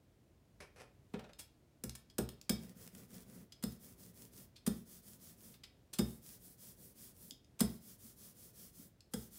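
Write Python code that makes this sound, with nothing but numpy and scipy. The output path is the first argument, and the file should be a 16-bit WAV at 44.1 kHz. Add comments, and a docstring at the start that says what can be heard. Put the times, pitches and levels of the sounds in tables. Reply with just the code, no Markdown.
"""A clack and a thump, then a sticky to-and-fro hiss: a rubber hand roller spreads ink on a slab.
The slab lies on a table in a small, quiet room. Run after run, the roller is set down, ringing the
table and its own metal frame, pushed back and forth, then lifted with a tick of the frame.
While it turns, countless threads of ink snap behind it in a fine hiss and the table rumbles faintly.
Its loose axle clicks and chatters now and then."""
import sys
import numpy as np
from scipy import signal
from scipy.fft import rfft, irfft
from scipy.io import wavfile

SR = 44100
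rng = np.random.default_rng(int(sys.argv[2]) if len(sys.argv) > 2 else 0)


def log_audio(samples):
    """Write samples as a 16-bit WAV file to the path given in sys.argv[1]."""
    # one column per channel
    frames = np.atleast_2d(samples).T
    # limit to full scale, then quantise
    limited = np.clip(frames, -1, 1)
    pcm = np.round(limited * 32767).astype(np.int16)
    wavfile.write(sys.argv[1], SR, pcm)


N = 413658
T = np.arange(N) / SR
SWELL_S = 0.016  # a chatter rises for length ** 2 / SWELL_S: ticks snap in, long rattles swell

# bright tone of axle clicks and ink pops: (frequency [Hz], level [dB])
CLICK_TONE = [(300, -4), (1000, -8.5), (2200, -7.5), (4000, -4), (7000, -2.5), (9500, 0), (12500, -8.5),
              (14600, -5), (15400, -9), (16200, -18.5)]
# runs of to-and-fro strokes: (start [s], first turn [s], stroke length [s], end [s])
RUNS = [(2.56, 2.742, .165, 3.457), (3.62, 3.787, .168, 4.465), (4.65, 4.85, .165, 5.575),
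        (5.955, 6.21, .177, 7.347), (7.613, 7.799, .1755, 8.897), (9.109, 9.3, .17, 9.467)]


def undb(db):
    """Decibels to gain."""
    return 10 ** (np.asarray(db) / 20)


def convolve(x, response):
    """Pass a sound through an impulse response."""
    return signal.fftconvolve(x, response)[:N]


def colour(x, tone, size=4096):
    """Minimum-phase EQ of unit energy that follows a (Hz, dB) curve."""
    hz, db = np.transpose(tone)
    grid = np.maximum(np.fft.rfftfreq(size, 1 / SR), 1)
    gain = undb(np.interp(np.log(grid), np.log(hz), db))
    cepstrum = irfft(np.log(gain))
    cepstrum[1:size // 2] *= 2
    cepstrum[size // 2 + 1:] = 0
    response = irfft(np.exp(rfft(cepstrum)))
    return convolve(x, response / np.linalg.norm(response))


def mode(hz, db, t60, build_up=0):
    """One second of a resonance that swells and dies away."""
    t = T[:SR]
    swell = 1 - np.exp(-(t / (build_up + 1 / SR)) ** 2)
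    return swell * undb(db - 60 * t / t60) * np.sin(2 * np.pi * hz * t)


def ring(modes):
    """An object's response to a tap."""
    return sum(mode(*row) for row in modes)


def burst(start, rise, fade):
    """Envelope with a straight attack and an exponential decay."""
    age = T - start
    return np.clip(age / rise, 0, 1) * np.exp(-np.clip((age - rise) / fade, 0, 50))


def snaps(per_s, spread_db):
    """A random stream of tiny clicks of uneven size, rms 1."""
    fires = rng.random(N) < per_s / SR
    stream = fires * rng.standard_normal(N) * undb(spread_db * rng.standard_normal(N))
    return stream / np.sqrt(np.mean(stream ** 2))


def wander(per_s):
    """A random glide with a spread near 1."""
    knots = rng.standard_normal(1024)
    return np.interp(T * per_s, np.arange(len(knots)), knots, period=len(knots))


def chatter(rows):
    """Bursts of tiny impacts, one for each (time s, level dB, length s)."""
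    out, grit = np.zeros(N), snaps(14000, spread_db=2.5)
    for start, db, length in rows:
        part = slice(int(start * SR), int(start * SR) + SR // 4)
        tick = (grit * burst(start, length ** 2 / SWELL_S, length))[part]
        out[part] += undb(db) * tick * np.sqrt(length * SR / 2 / np.sum(tick ** 2))
    return out


def knock(start, length, hz, octaves, order):
    """A short burst of noise in a band around one pitch."""
    out, at, t = np.zeros(N), int(start * SR), T[:SR // 4]
    rise = length ** 2 / SWELL_S
    envelope = np.minimum(t / rise, 1) * np.exp(-np.maximum(t - rise, 0) / length)
    band = signal.butter(order, hz * 2 ** (np.array([-.5, .5]) * octaves), "band", fs=SR, output="sos")
    sound = signal.sosfilt(band, envelope * rng.standard_normal(len(t)))
    out[at:at + len(t)] = sound * np.sqrt(length * SR / 2 / np.sum(sound ** 2))
    return out


def room_tone():
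    """A faint, low bed of air whose level drifts a little."""
    # tone of the quiet room: (frequency [Hz], level [dB])
    air_tone = [(15, -47), (25, -27), (43, -5), (130, -3), (149, -8), (212, -10.5), (326, -12.5),
                (463, -17.5), (531, -19), (677, -20), (754, -25), (1230, -30.5), (1440, -30.5),
                (16000, -42)]
    drift = undb(.7 * wander(5))
    return undb(-67.5) * colour(rng.standard_normal(N), air_tone) * drift


def room(x, wet_db):
    """Direct sound plus a short diffuse tail whose treble dies sooner."""
    low_t60_s, treble_t60_s = 0.36, 0.21
    t, noise = T[:SR], rng.standard_normal(SR)
    low = signal.sosfilt(signal.butter(2, 5000, fs=SR, output="sos"), noise)
    tail = low * undb(-60 * t / low_t60_s) + (noise - low) * undb(-60 * t / treble_t60_s)
    tail *= np.clip((t - .003) / 0.0062, 0, 1)  # pre-delay and fade-in
    return x + undb(wet_db) * convolve(x, tail / np.linalg.norm(tail))


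def scuffs():
    """The roller drags as it is picked up: brief dry friction that rings its hollow."""
    # drags on the slab: (time [s], level [dB], attack [s], decay [s])
    drags = [(0.602, -50.5, 0.0029, 0.025), (.759, -60.5, 0.0016, 0.032), (0.775, -56, 0.043, 0.013)]
    # tone of the friction: (frequency [Hz], level [dB])
    scuff_tone = [(100, 3.5), (330, 2), (500, 7), (900, -1), (1500, -3), (2200, -2), (2700, -4.5),
                  (3500, -11), (5700, -7.5), (7000, -14), (10000, -12.5), (16000, -32)]
    # hollow ring of the roller: (frequency [Hz], level [dB], t60 [s])
    hollow_modes = [(510, -6, 0.11), (573, -12, 0.13), (1400, -13, 0.064), (1790, -3, 0.09),
                    (2270, -5, .09), (2480, 6, 0.061)]
    pressure = sum(undb(db) * burst(start, rise, fade) for start, db, rise, fade in drags)
    friction = pressure * snaps(5000, spread_db=1.5)
    body = ring(hollow_modes)
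    hollow = convolve(friction, body / np.linalg.norm(body))
    return undb(0.5) * colour(friction, scuff_tone) + undb(-16) * hollow


def bumps():
    """Soft knocks on the table; each spot rings its own narrow band of resonances."""
    # the roller knocks the table: (time [s], level [dB], pitch [Hz])
    hits = [(4.372, -52.5, 208), (5.987, -37.5, 473), (7.312, -52, 245), (8.045, -51.5, 214),
            (8.789, -48.5, 233)]
    return sum(undb(db) * knock(start, 0.0092, hz, octaves=0.43, order=2) for start, db, hz in hits)


def frame_ring(shake):
    """The metal frame answers hard contacts with a short, bright ring."""
    # resonances of the frame: (frequency [Hz], level [dB], t60 [s])
    frame_modes = [(3346, -1.5, 0.12), (3630, -13, 0.13), (3680, -5, 0.1), (4890, -9.5, 0.13),
                   (5060, -1, 0.13), (5110, -2.5, 0.053), (5190, 1.5, 0.075), (6500, -12, 0.06),
                   (7660, 2, .06), (8200, -6.5, 0.034), (8950, -8.5, .07), (9560, -3, 0.027),
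                   (11400, -13, .07), (13300, -20.5, 0.036), (13800, -3, 0.038)]
    frame = ring(frame_modes)
    return convolve(shake, frame / np.linalg.norm(frame))


def lift_ticks():
    """Lifting the roller jolts one part of the frame; returns the ticks and the frame's shake."""
    # jolts: (time [s], level [dB], length [s], send to frame [dB], pitch [Hz])
    jolts = [(1.333, -53, 0.0023, -13, 3870), (2.098, -60, 0.0066, -7.5, 4800),
             (2.4135, -48, 0.0029, -18, 6000), (3.521, -51, 0.0058, -13, 4640),
             (4.556, -55.5, .012, -19, 4000), (5.537, -59.5, 0.0099, -19, 3700),
             (5.634, -48.5, 0.0079, -17, 3660), (7.309, -38.5, 0.0013, -10.5, 5300),
             (7.4455, -63, .002, -8, 5200), (9.006, -54.5, 0.0031, -18, 4940)]
    direct, shake = np.zeros((2, N))
    for start, db, length, send_db, hz in jolts:
        tick = undb(db) * knock(start, length, hz, octaves=0.77, order=1)
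        direct += tick
        shake += undb(send_db) * tick
    return direct, shake


def axle_clicks():
    """The loose axle clicks or chatters; returns the clicks and the frame's shake."""
    # axle contacts: (time [s], level [dB], length [s], send to frame [dB])
    clicks = [(1.1945, -50.5, .001, -8), (1.385, -45.5, 0.014, -11), (1.8953, -37.5, 0.0015, -15),
              (1.951, -45, 0.0057, -10), (2.2897, -40, 0.002, -9.5), (2.876, -46, 0.002, -16),
              (2.9495, -48, .0025, -18), (3.106, -57, .0013, -18), (4.2208, -48, .0012, -21),
              (5.929, -42, 0.011, -10), (7.59, -42, .011, -19.5)]
    direct = chatter([(start, db, length) for start, db, length, _ in clicks])
    shake = chatter([(start, db + send_db, length) for start, db, length, send_db in clicks])
    return colour(direct, CLICK_TONE), colour(shake, CLICK_TONE)


def bounces(count):
    """On its first landing the roller clatters to rest in evenly spaced, ever weaker knocks."""
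    # tone of a bounce: (frequency [Hz], level [dB])
    bounce_tone = [(200, -14), (550, 9), (1000, 0.5), (2400, -4), (4000, -9.5), (7000, -18.5), (16000, -34)]
    start_s, gap_s, length_s = 1.1365, .0507, 0.01
    first_db, loss_db = -45, 4
    hits = [(start_s + k * gap_s, first_db - k * loss_db, length_s) for k in range(count)]
    return colour(chatter(hits), bounce_tone)


def landings():
    """The axle rattles until the rubber lands; returns table thump, room boom, clack and frame shake."""
    # set-downs: (first touch [s], delay until the rubber lands [s], thump [dB], woody knock [dB],
    # room boom [dB], clack [dB], rattle [dB], send to frame [dB])
    set_downs = [(1.135, 0.0051, -39, -39, -61, -64, -65, -11),
                 (1.837, 0.0028, -41, -48, -54, -38, -41, -22),
                 (2.1825, 0.0065, -34, -35, -48.5, -40.5, -34, -17),
                 (2.494, 0.0066, -30, -36.5, -53, -41, -31, -5),
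                 (3.6257, 0.012, -34, -43, -54.5, -33.5, -49, -8.5),
                 (4.664, 0.011, -28, -41, -55, -33, -40, -11),
                 (5.986, 0.0064, -26.5, -32.5, -46, -32.5, -36.5, -1.5),
                 (7.6048, 0.0068, -25.5, -34, -48.5, -35, -29, -11),
                 (9.136, 0.0058, -37, -43, -56, -41.5, -42, -9)]
    # resonances of table and slab: (frequency [Hz], level [dB], t60 [s], build-up [s])
    table_modes = [(170.2, -15, 0.44, 0.021), (196, 3.5, 0.15, 0.0052), (225.8, 3, 0.17, 0.00079),
                   (244.5, -10.5, 0.29, 0.0063), (336, -20.5, 0.28, 0.0012), (461, -24.5, 0.15, .001)]
    # standing waves of the room: (frequency [Hz], level [dB], t60 [s], build-up [s])
    room_modes = [(57.4, -16.5, .22, 0.088), (66, 12.5, 0.31, 0.027), (125.1, 13.5, 0.347, 0.024),
                  (144.6, -2.5, 0.49, 0.034)]
    # tone of the woody knock: (frequency [Hz], level [dB])
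    wood_tone = [(100, -26), (250, -0.5), (360, 1.5), (480, 1), (620, -8.5), (780, -12), (1000, -20),
                 (2000, -25.5), (6000, -62.5)]
    # tone of the hard contact: (frequency [Hz], level [dB])
    clack_tone = [(200, 2), (600, -8.5), (1000, -5.5), (1400, -2), (2400, -9), (4500, -3.5), (6500, -2),
                  (9000, 3.5), (12500, -4.5), (15000, -0.5), (16200, -28)]
    squeeze_width_s = 0.00031
    table_push, room_push, wood, contact, shake = np.zeros((5, N))
    for start, delay, thump_db, wood_db, boom_db, clack_db, rattle_db, send_db in set_downs:
        land = start + delay
        # soft rubber gives one smooth push
        squeeze = np.exp(-.5 * np.clip((T - land) / squeeze_width_s, -9, 9) ** 2)
        squeeze /= squeeze.sum()
        table_push -= undb(thump_db) * squeeze
        room_push -= undb(boom_db) * squeeze
        # the table's crowded upper modes die fast and differ with every spot that is hit
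        wood += undb(wood_db) * burst(land - .002, rise=0.0011, fade=0.014)
        rattle = undb(rattle_db) * burst(start, rise=0.0004, fade=0.044) * (T < land)
        hit = rattle + undb(clack_db) * burst(land, rise=0.00079, fade=0.0024)
        contact += hit
        shake += undb(send_db) * hit
    thump = convolve(table_push, ring(table_modes))
    boom = convolve(room_push, ring(room_modes))
    grit = snaps(14000, spread_db=2.5)
    woody_knock = colour(wood * rng.choice([-1, 1], N), wood_tone)
    clack = woody_knock + colour(contact * grit, clack_tone)
    return thump, boom, clack, shake * grit


def strokes():
    """The hand pushes and pulls, slowing a little; yields each stroke's start, end and levels."""
    # mix of each run: (hiss [dB], rumble [dB], coarse snap trim on a push [dB], on a pull [dB])
    run_levels = [(-62, -57.5, 3, 4), (-60, -61, 2.5, 1), (-59.5, -64, 1, 2.8), (-57.5, -65.5, -4, 1.5),
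                  (-58, -66, 1, 1.6), (-56, -71, 2, 1)]
    slowing_s = .004  # added to each stroke's length
    from_rest_db, pull_over_push_db = -1.5, 1.5  # a first stroke hisses less, a pull more
    for (start, first_turn, length, end), (hiss_db, rumble_db, push_db, pull_db) in zip(RUNS, run_levels):
        turns = [start, first_turn]
        while end - turns[-1] > 1.5 * length:
            turns.append(turns[-1] + length)
            length += slowing_s
        for k, (begin, finish) in enumerate(zip(turns, turns[1:] + [end])):
            pull = k % 2
            stroke_db = hiss_db + from_rest_db * (k == 0) + pull_over_push_db * (pull - .5)
            yield begin, finish, stroke_db, rumble_db, pull_db if pull else push_db


def rolling():
    """Each stroke speeds up and slows to the turn; speed drives the snapping ink and the rumble."""
    # tone of thin ink threads: (frequency [Hz], level [dB])
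    fine_tone = [(300, -4.5), (1000, -23.5), (2800, -18), (4200, -8.5), (5200, -7), (7000, -5), (9800, 2.5),
                 (12500, 1), (15600, 2.5), (16200, -30)]
    # tone of thick threads and lumps: (frequency [Hz], level [dB])
    coarse_tone = [(400, -30), (1000, -4.5), (2900, -6.5), (3300, 0.5), (3900, -5.5), (5100, 3.5),
                   (8000, 1), (12000, -7.5), (15600, 4.5), (16200, -28.5)]
    # tone of the table under the roller: (frequency [Hz], level [dB])
    rumble_tone = [(40, -17), (100, -6.5), (160, 2), (230, 2), (300, -13), (500, -10.5), (850, -26.5),
                   (2000, -26.5), (6000, -44.5)]
    fine, coarse, weight = np.zeros((3, N))
    for start, end, hiss_db, rumble_db, coarse_db in strokes():
        on = (T > start) & (T < end)
        speed = np.sin(np.pi * (T[on] - start) / (end - start))
        tack = undb(hiss_db) * (0.04 + 0.61 * speed)  # a trace of hiss remains at the turn
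        fine[on] += tack
        coarse[on] += tack * undb(coarse_db)
        weight[on] += undb(rumble_db) * speed ** 0.65
    # the threads snap so densely that they merge into a velvety hiss
    thin, thick = snaps(36000, spread_db=1.5), snaps(20000, spread_db=2.2)
    # lumps in the fresh ink crackle and pop, and are flattened as time goes on
    flatten_db_per_s = 2
    fresh = undb(-flatten_db_per_s * (T - RUNS[0][0]))
    lumps = undb(-4) * fresh * snaps(200, spread_db=2)
    pops = undb(-7) * colour(fine * fresh * snaps(11, spread_db=0.75), CLICK_TONE)
    hiss = undb(1.5) * colour(fine * thin, fine_tone)
    crackle = undb(-5) * colour(coarse * (thick + lumps), coarse_tone)
    rumble = colour(weight * rng.standard_normal(N), rumble_tone)
    # the ink film starts patchy and evens out
    patchiness_db = np.interp(T, [4, 7], [1.9, .8])
    film = undb(patchiness_db * wander(40) + .5 * wander(11))
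    return (hiss + crackle) * film + pops + rumble * undb(wander(25))


def scene():
    """Thumps ring the table, hard contacts ring the frame, and the ink hisses in the quiet room."""
    thump, boom, clack, landing_shake = landings()
    clicks, click_shake = axle_clicks()
    ticks, lift_shake = lift_ticks()
    handling = clicks + ticks + bounces(count=4) + bumps()
    metal = frame_ring(landing_shake + click_shake + lift_shake)
    mix = room_tone() + boom
    mix += room(thump, wet_db=-10)
    mix += room(clack + handling + scuffs(), wet_db=-7)
    mix += room(metal, wet_db=-7.5)
    mix += room(rolling(), wet_db=-8.5)
    return mix[None]


def record(dry):
    """Steep filters cut the deep bass and the very top."""
    low_cut_hz, high_cut_hz = 41.5, 16200
    dry = signal.sosfilt(signal.butter(8, low_cut_hz, "high", fs=SR, output="sos"), dry)
    return signal.sosfilt(signal.ellip(10, .2, 70, high_cut_hz, fs=SR, output="sos"), dry)


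dry = scene()
out = record(dry)
log_audio(out)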